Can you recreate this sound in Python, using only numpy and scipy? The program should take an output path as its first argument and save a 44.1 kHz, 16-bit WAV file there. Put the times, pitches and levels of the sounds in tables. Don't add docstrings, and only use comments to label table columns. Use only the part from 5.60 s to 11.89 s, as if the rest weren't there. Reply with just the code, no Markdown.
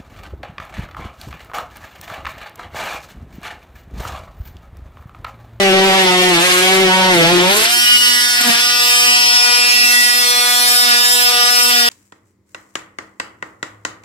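import sys
import numpy as np
from scipy import signal
from scipy.fft import rfft, irfft, next_fast_len
from scipy.io import wavfile

SR = 44100
rng = np.random.default_rng(int(sys.argv[2]) if len(sys.argv) > 2 else 0)


def inscribe(sig):
    pcm = np.round(np.clip(np.atleast_2d(sig).T, -1, 1) * 32767)
    wavfile.write(sys.argv[1], SR, pcm.astype(np.int16))


def volts_from_db(level):
    exponent = np.asarray(level, float) / 20
    return 10 ** exponent


N = 277344
HOP = 64

# frequency in Hz, likeness from 0 to 1, left over right in dB,
# wander of the overtones from 0 to 1.
PAIR = [(150, .97, 0, .02), (400, .99, 3.5, .03), (900, .88, 0, .04), (2500, .8, .5, .12),
        (5200, .75, .5, .14), (9000, .5, -5.5, .55), (14000, .45, -5.5, .75)]
# time in seconds, delay in samples.
LAG = [
    (0, 7.2),
    (2, 8.73),
    (3.5, 10.47),
    (4.5, 13.6),
    (6.29, 12.08),
]


def rms_one(x):
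    return x / np.sqrt(np.mean(np.abs(x) ** 2) + 1e-20)


def slow_times():
    return np.arange(N // HOP + 2) * HOP / SR


def in_time(rows):
    seconds, *columns = np.transpose(rows)
    return [np.interp(slow_times(), seconds, column) for column in columns]


def every_sample(slow):
    return np.interp(np.arange(N) / HOP, np.arange(len(slow)), slow)


def at_hz(points, hz, column=1):
    table = np.array(points)
    return np.interp(np.log(hz + 1), np.log(table[:, 0]), table[:, column])


def drift(rate_hz, size):
    r = np.exp(-2 * np.pi * rate_hz * HOP / SR)
    white = rng.standard_normal((*size, N // HOP + 1002))
    settled = signal.lfilter([1], [1, -2 * r, r * r], white)[..., 1000:]
    return rms_one(settled)


def bumps(rows):
    seconds, half = np.transpose(rows)[:2, :, None]
    return np.exp(-np.abs((slow_times() - seconds) / half) ** 3)


def parts(hz):
    edges_hz = (290, 1100, 6200)
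    above = [np.clip(.5 + 6 * np.log(hz / edge + 1e-9), 0, 1) for edge in edges_hz]
    return np.array([1 - above[0], above[0] - above[1], above[1] - above[2], above[2]])


def loading(speed_hz):
    free_hz, full_load_sag_hz = 243.2, 35
    return np.clip((free_hz - speed_hz) / full_load_sag_hz, 0, 1)


def loudness(load, knock_db):
    # time in seconds, seat from -2 (skidding) to 1 (buried),
    # lift in dB of the double beat when both strokes bite.
    bite = [(0, 0.5, 9.5), (.12, 0.9, 16), (.22, 0.9, 16), (.4, 0.1, 7), (.55, 0, 8), (.72, 0.3, 12),
            (.79, 0, 3.5), (.87, -2, 1), (.98, -1.3, 15.5), (1.07, -0.6, 9.5), (1.24, .7, 18),
            (1.33, 0.45, 0), (1.49, 0.74, 5.5), (1.56, -0.24, 15), (1.69, 0, 1), (1.76, 0.3, 25.5),
            (1.87, 0.5, -3), (1.95, -1.5, 7)]
    # time in seconds, nearness in dB, roll from -1 (housing shown) to 1
    pose = [(2.15, -1.5, 0.8, 0), (2.28, 3, -1.6, -2.5), (2.47, 1, -0.47, -0.94), (2.68, -1, -0.67, -0.9),
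            (3.15, -2, -1.35, -0.16), (3.31, .5, 0.44, 0), (3.66, -1, -1.2, 0.35), (3.9, -1.5, -0.31, 0.84),
            (4.2, 0.5, -0.77, -0.8), (4.34, 2.5, 0.025, -0.8), (4.57, -1, 0.23, -0.4),
            (4.75, -1.5, 0.0033, 0.4), (5.17, 0, 1.8, 0.2), (5.33, -2, -1, 0.06), (5.53, 0, 1.8, 0),
            (5.78, -2.5, -0.29, 1.3), (6.01, -0.5, 0.9, 0), (6.29, -3, -0.84, 0)]
    cut_levels, per_seat = (-24, -17, -16, -26), (5, 2.5, -1, -4)
    free_levels, per_roll, per_low = (-40.5, -28.5, -14.5, -20), (0.5, 0.5, -1.04, 2.5), (1.5, 6, 1.5, 0)
    knock_share = (1.0, 0.42, 0.15, 0.3)
    seat, both_strokes_db = in_time(bite)
    near_db, roll, low = in_time(pose)
    cut_db = np.array(cut_levels)[:, None] + np.outer(per_seat, seat)
    cut_db[1] += 0.19 * both_strokes_db
    free_db = np.array(free_levels)[:, None] + near_db + np.outer(per_roll, roll) + np.outer(per_low, low)
    levels_db = load * cut_db + (1 - load) * free_db + np.outer(knock_share, knock_db)
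    double_db = load * both_strokes_db + (1 - load) * 3.5
    return levels_db, double_db


def colour(hz, speed_hz, double_db):
    # frequency in Hz, dB.
    cutting = [(190, 36), (380, 5.5), (570, 10), (760, 8), (950, 8), (1250, -10.5), (1600, -8),
               (2300, -7.5), (3300, -9), (4100, -16.5), (5000, -21.5), (7200, -25.5), (14000, -43)]
    lifted = [(243, -9), (486, -14.5), (730, -2.5), (1200, -8), (1500, -9), (2150, -3.5), (2800, -2),
              (4000, -13), (5200, -5.5), (6300, -11), (8000, -11.5), (10600, -14), (12000, -27),
              (14000, -13.5)]
    facing = [(243, -23), (486, -11.5), (730, -2), (970, -6), (1450, 5.5), (2150, 1), (3400, 3),
              (4300, -2.5), (5200, 5), (6300, -7.5), (7700, 0), (10600, -8), (12000, -18.5), (14000, -0.5)]
    # time in seconds, share from 0 to 1.
    facing_share = [
        (0, 0.93),
        (4.1, 0.08),
        (4.7, 1),
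        (6.29, 0.97),
    ]
    # time in seconds, spread in seconds, frequency in Hz, dB.
    hand_swells = [(.57, 0.12, 1570, -19), (.54, 0.12, 2500, -8), (.9, 0.14, 930, -10),
                   (1.41, 0.25, 900, 5), (2.25, 0.25, 1200, -8.5), (2.25, 0.036, 5650, 13.5),
                   (2.32, .15, 3014, 29), (2.6, .13, 2530, -27), (2.67, 0.13, 1867, 15.5),
                   (3.36, 0.42, 2160, -8.5), (3.57, 0.42, 5710, -21), (3.6, 0.21, 5835, 7.5),
                   (3.66, 0.12, 1690, -11.5), (4.05, 0.62, 5196, 11.5), (4.08, 0.1, 4170, 5.5),
                   (4.14, 0.25, 1462, 3.5), (4.23, 0.42, 2690, 4), (4.38, 0.074, 9755, 11),
                   (4.41, 0.12, 1970, 13), (4.5, 0.42, 3020, -20), (4.77, 0.65, 5500, 4),
                   (4.8, 0.21, 4260, 29), (4.8, 0.12, 5100, -12), (4.9, 0.63, 10680, 15),
                   (5.01, 0.085, 9765, 10), (5.04, 0.13, 2760, -18.5), (5.4, 0.29, 5420, -12.5),
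                   (5.55, 0.36, 7020, 5), (5.79, 0.086, 1210, 7.5), (5.9, 0.65, 5155, 7)]
    # time in seconds, spread in seconds, frequency in Hz, dB.
    board_swells = [(0.089, .1, 670, 11), (0.081, 0.092, 1020, -13), (0.53, 0.22, 790, 9),
                    (0.42, 0.028, 1900, 7), (.92, 0.034, 1100, 6), (1.1, .1, 850, 9), (1.2, 0.068, 2200, 6),
                    (1.62, 0.056, 560, 17), (1.92, 0.05, 1000, 7), (2.92, 0.021, 710, 10),
                    (2.83, 0.087, 1580, 11), (3.75, 0.15, 972, 7), (4.0, 0.093, 2000, 0.5),
                    (2.47, .15, 730, -22), (2.13, 0.048, 510, -15), (2.54, 0.16, 570, 1),
                    (1.6, .2, 1080, -5), (2.2, 0.22, 1460, 2.5), (4.1, 0.085, 1700, -3.5),
                    (4.79, .1, 3400, 4), (3.8, 0.14, 4150, -3), (5.41, 0.21, 3650, 6),
                    (4.18, .12, 5500, 13), (3.79, 0.086, 5350, 6.5), (1.55, 0.049, 2080, 10),
                    (0.054, 0.067, 2030, 12), (0.55, 0.18, 2200, 1.5), (5.75, 0.1, 487, 6),
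                    (5.25, 0.1, 1216, 5)]
    load = loading(speed_hz)
    turned = np.clip(in_time(facing_share)[0], 0, 1)
    free = (1 - turned) * at_hz(lifted, hz) + turned * at_hz(facing, hz)
    heights_db = load * at_hz(cutting, hz) + (1 - load) * free
    heights_db[1] += double_db
    now, width_hz = slow_times(), 75
    for seconds, spread, centre_hz, db in hand_swells + board_swells:
        in_moment = ((now - seconds) / spread) ** 2
        in_band = ((hz - centre_hz) / width_hz) ** 2
        heights_db += db * np.exp(-.5 * in_moment - .5 * in_band)
    return heights_db


def buzz(turn, speed_hz, levels_db, double_db, flutter, count=62):
    order = np.arange(1, count + 1)[:, None]
    hz = order * speed_hz
    alike = np.clip(at_hz(PAIR, hz), 0, 1)
    wander = np.clip(at_hz(PAIR, hz, column=3), 0, 1)
    slow_part = drift(2.2, (2, 3, count))
    fast_part = (flutter + hz / 5000) * drift(16.0, (2, 3, count))
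    a, b = slow_part + fast_part
    shared, left, right = (a + 1j * b) / np.sqrt(2)
    start = np.exp(2j * np.pi * rng.random((count, 1)) * (order > 4))
    common = np.sqrt(alike) * (np.sqrt(1 - wander) * start + np.sqrt(wander) * shared)
    late = np.exp(-2j * np.pi * hz * in_time(LAG)[0] / SR)
    tilt = volts_from_db(at_hz(PAIR, hz, column=2) / 2)
    left_side = (common + np.sqrt(1 - alike) * left) * tilt
    right_side = (common * late + np.sqrt(1 - alike) * right) / tilt
    both = np.array([left_side, right_side])
    both = both * volts_from_db(colour(hz, speed_hz, double_db)) * (hz < 14700)
    share = parts(hz)
    power = np.sum(share * np.abs(both.mean(axis=0)) ** 2, axis=1) / 2
    part_gain = volts_from_db(levels_db) / np.sqrt(power + 1e-20)
    both = both * np.sum(share * part_gain[:, None], axis=0)
    out, step, spin = np.zeros((2, N)), np.exp(1j * turn), 1
    for k in range(count):
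        spin = spin * step
        for side in (0, 1):
            out[side] += (every_sample(both[side, k]) * spin).real
    return out


def stereo_noise(spectrum, shares):
    size = next_fast_len(N)
    hz = np.arange(size // 2 + 1) * SR / size
    common, left, right = rfft(rng.standard_normal((3, size)))
    alike = np.clip(.72 * at_hz(PAIR, hz), 0, 1)
    tilt = volts_from_db(at_hz(PAIR, hz, column=2) / 2)
    late = np.exp(-2j * np.pi * hz * np.mean(LAG, axis=0)[1] / SR)
    left_side = (np.sqrt(alike) * common + np.sqrt(1 - alike) * left) * tilt
    right_side = (np.sqrt(alike) * common * late + np.sqrt(1 - alike) * right) / tilt
    shaped = np.array([left_side, right_side]) * volts_from_db(at_hz(spectrum, hz))
    return [rms_one(irfft(shaped * share, size)[:, :N]) for share in shares(hz)]


def pulsing(turn, gains_db, noises):
    stroke = 1 - 0.11 * np.cos(turn) + 0.71 * np.cos(2 * turn)
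    count = len(noises)
    flicker_db = drift(20.0, (count,)) * 1.6 + drift(16.0, (1,)) * 1.2 + drift(2.5, (count,)) * 1.3
    gains = volts_from_db(gains_db + flicker_db)
    return stroke * sum(every_sample(gain) * noise for gain, noise in zip(gains, noises))


def grit(turn, lines_db, share_db):
    # frequency in Hz, dB per Hz.
    grit_curve = [(90, -40), (150, -2), (500, -3), (1200, -4), (2000, 1), (4300, -1), (5500, -5),
                  (6500, -10), (10000, -11), (14300, -17)]
    return pulsing(turn, lines_db + share_db, stereo_noise(grit_curve, parts))


def board_ring():
    # time in seconds, half length in seconds, level in dB.
    shudders = [
        (1.974, 0.078, -25.5),
        (2.16, 0.05, -35.5),
    ]
    ring_hz, width_hz = 358, 22
    r, w = np.exp(-np.pi * width_hz / SR), 2 * np.pi * ring_hz / SR
    resonance = [1, 0, -1, 1, -2 * r * np.cos(w), r * r]
    ring = signal.sosfilt([resonance] * 2, rng.standard_normal(N))
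    gain = volts_from_db(np.array(shudders)[:, 2]) @ bumps(shudders)
    return rms_one(ring) * every_sample(gain)


def whirr_bands(hz):
    blade = parts(hz)[3]
    return [1 - blade, blade]


def whirr(turn, lines_db, share_db):
    # frequency in Hz, dB per Hz.
    whirr_curve = [(90, -30), (200, -18), (1000, -20), (2150, -19), (2800, -7), (4300, -6), (5250, 0),
                   (6400, -14), (7700, -7), (9300, -8), (10700, -9), (12000, -16), (14300, -14)]
    return pulsing(turn, lines_db[2:] + share_db, stereo_noise(whirr_curve, whirr_bands))


def rumble(board_db):
    # frequency in Hz, dB per Hz.
    rumble_curve = [(12, -30), (20, -9), (54, -11), (150, -9), (200, -28), (330, -120)]
    size = next_fast_len(N)
    shape = volts_from_db(at_hz(rumble_curve, np.arange(size // 2 + 1) * SR / size))
    noise = rms_one(irfft(rfft(rng.standard_normal((2, size))) * shape, size)[:, :N])
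    return noise * every_sample(volts_from_db(-57 + 0.91 * (board_db + 19.0)))


def scene():
    # time in seconds, blade swings per second.
    motor_speed = [(0, 198), (.13, 189.3), (.22, 192.1), (.38, 191.8), (.49, 181.7), (.96, 181.2),
                   (1.14, 190.3), (1.45, 187), (1.8, 176.5), (1.87, 185), (1.93, 201.5), (2.06, 231),
                   (2.11, 239), (2.19, 242), (2.4, 243), (2.9, 242.2), (4.4, 244), (6.29, 244)]
    # time in seconds, half length in seconds, loss of speed in Hz.
    presses = [
        (.778, .055, 12),
        (1.3, .05, 2.6),
        (1.62, .085, 15),
        (2.92, .06, 7),
        (4.5, .07, .7),
        (5.34, .1, 2.2),
        (5.79, .08, 1.7),
        (6.25, .09, 4),
    ]
    # time in seconds, half length in seconds,
    # scrape in dB against the tones, knock into the board in dB.
    grazes = [(0.465, 0.043, -12, 0.5), (0.893, 0.099, -6.5, 0.5), (1.632, 0.097, -5, 5.5),
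              (1.8, 0.053, -19, 0), (1.979, .09, 6, 1.5), (2.068, 0.042, 4, -1), (2.813, 0.0083, 1, 13),
              (2.807, .04, 0, 2.5), (2.883, 0.039, 4.5, 20.5), (2.96, 0.05, -0.5, 5.5),
              (5.317, 0.079, -18, 6.5), (5.715, .015, -3, -2), (6.237, 0.21, -15, 8.5)]
    # time in seconds, half length in seconds, dB.
    swings = [
        (3.05, 0.078, 4.5),
        (4.146, 0.074, -2),
        (4.45, 0.066, 0.5),
        (4.67, 0.05, 2),
        (5.317, 0.12, 3),
        (5.818, 0.19, 1),
        (6.157, .12, 2),
    ]
    speed_hz = in_time(motor_speed)[0] - np.array(presses)[:, 2] @ bumps(presses)
    load, grazing = loading(speed_hz), bumps(grazes)
    graze_db, knock_db = np.array(grazes)[:, 2:].T
    scrape = volts_from_db(-25) + load ** 2 * volts_from_db(-3.5) + volts_from_db(graze_db) @ grazing
    scrape_db = 20 * np.log10(scrape)
    levels_db, double_db = loudness(load, knock_db @ grazing)

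    uneven = (0.000476 + 0.00203 * scrape) * drift(22.5, ())
    turn = 2 * np.pi * np.cumsum(every_sample(speed_hz * (1 + uneven))) / SR

    grit_db = scrape_db + np.array((-26, -17.5, -1.5, 4.5))[:, None]
    whirr_db = np.array((-10, -3.5))[:, None] - 6 * load + np.array(swings)[:, 2] @ bumps(swings)
    lines_db = levels_db - 10 * np.log10(1 + volts_from_db(grit_db) ** 2)

    flutter = 0.3 + 2.0 * volts_from_db(np.minimum(scrape_db, 3))
    tool = buzz(turn, speed_hz, lines_db, double_db, flutter) + grit(turn, lines_db, grit_db)
    return tool + board_ring() + whirr(turn, lines_db, whirr_db) + rumble(levels_db[1])


def roll_off(x):
    return signal.sosfilt(signal.butter(12, 14970, fs=SR, output="sos"), x)


def record(dry):
    rounded = dry / (1 + (dry / .72) ** 4) ** .25
    treble_cut = signal.cheby2(18, 70, 14640, fs=SR, output="sos")
    mix = signal.sosfilt(treble_cut, rounded)
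    return roll_off(mix)


dry = scene()
out = record(dry)
inscribe(out)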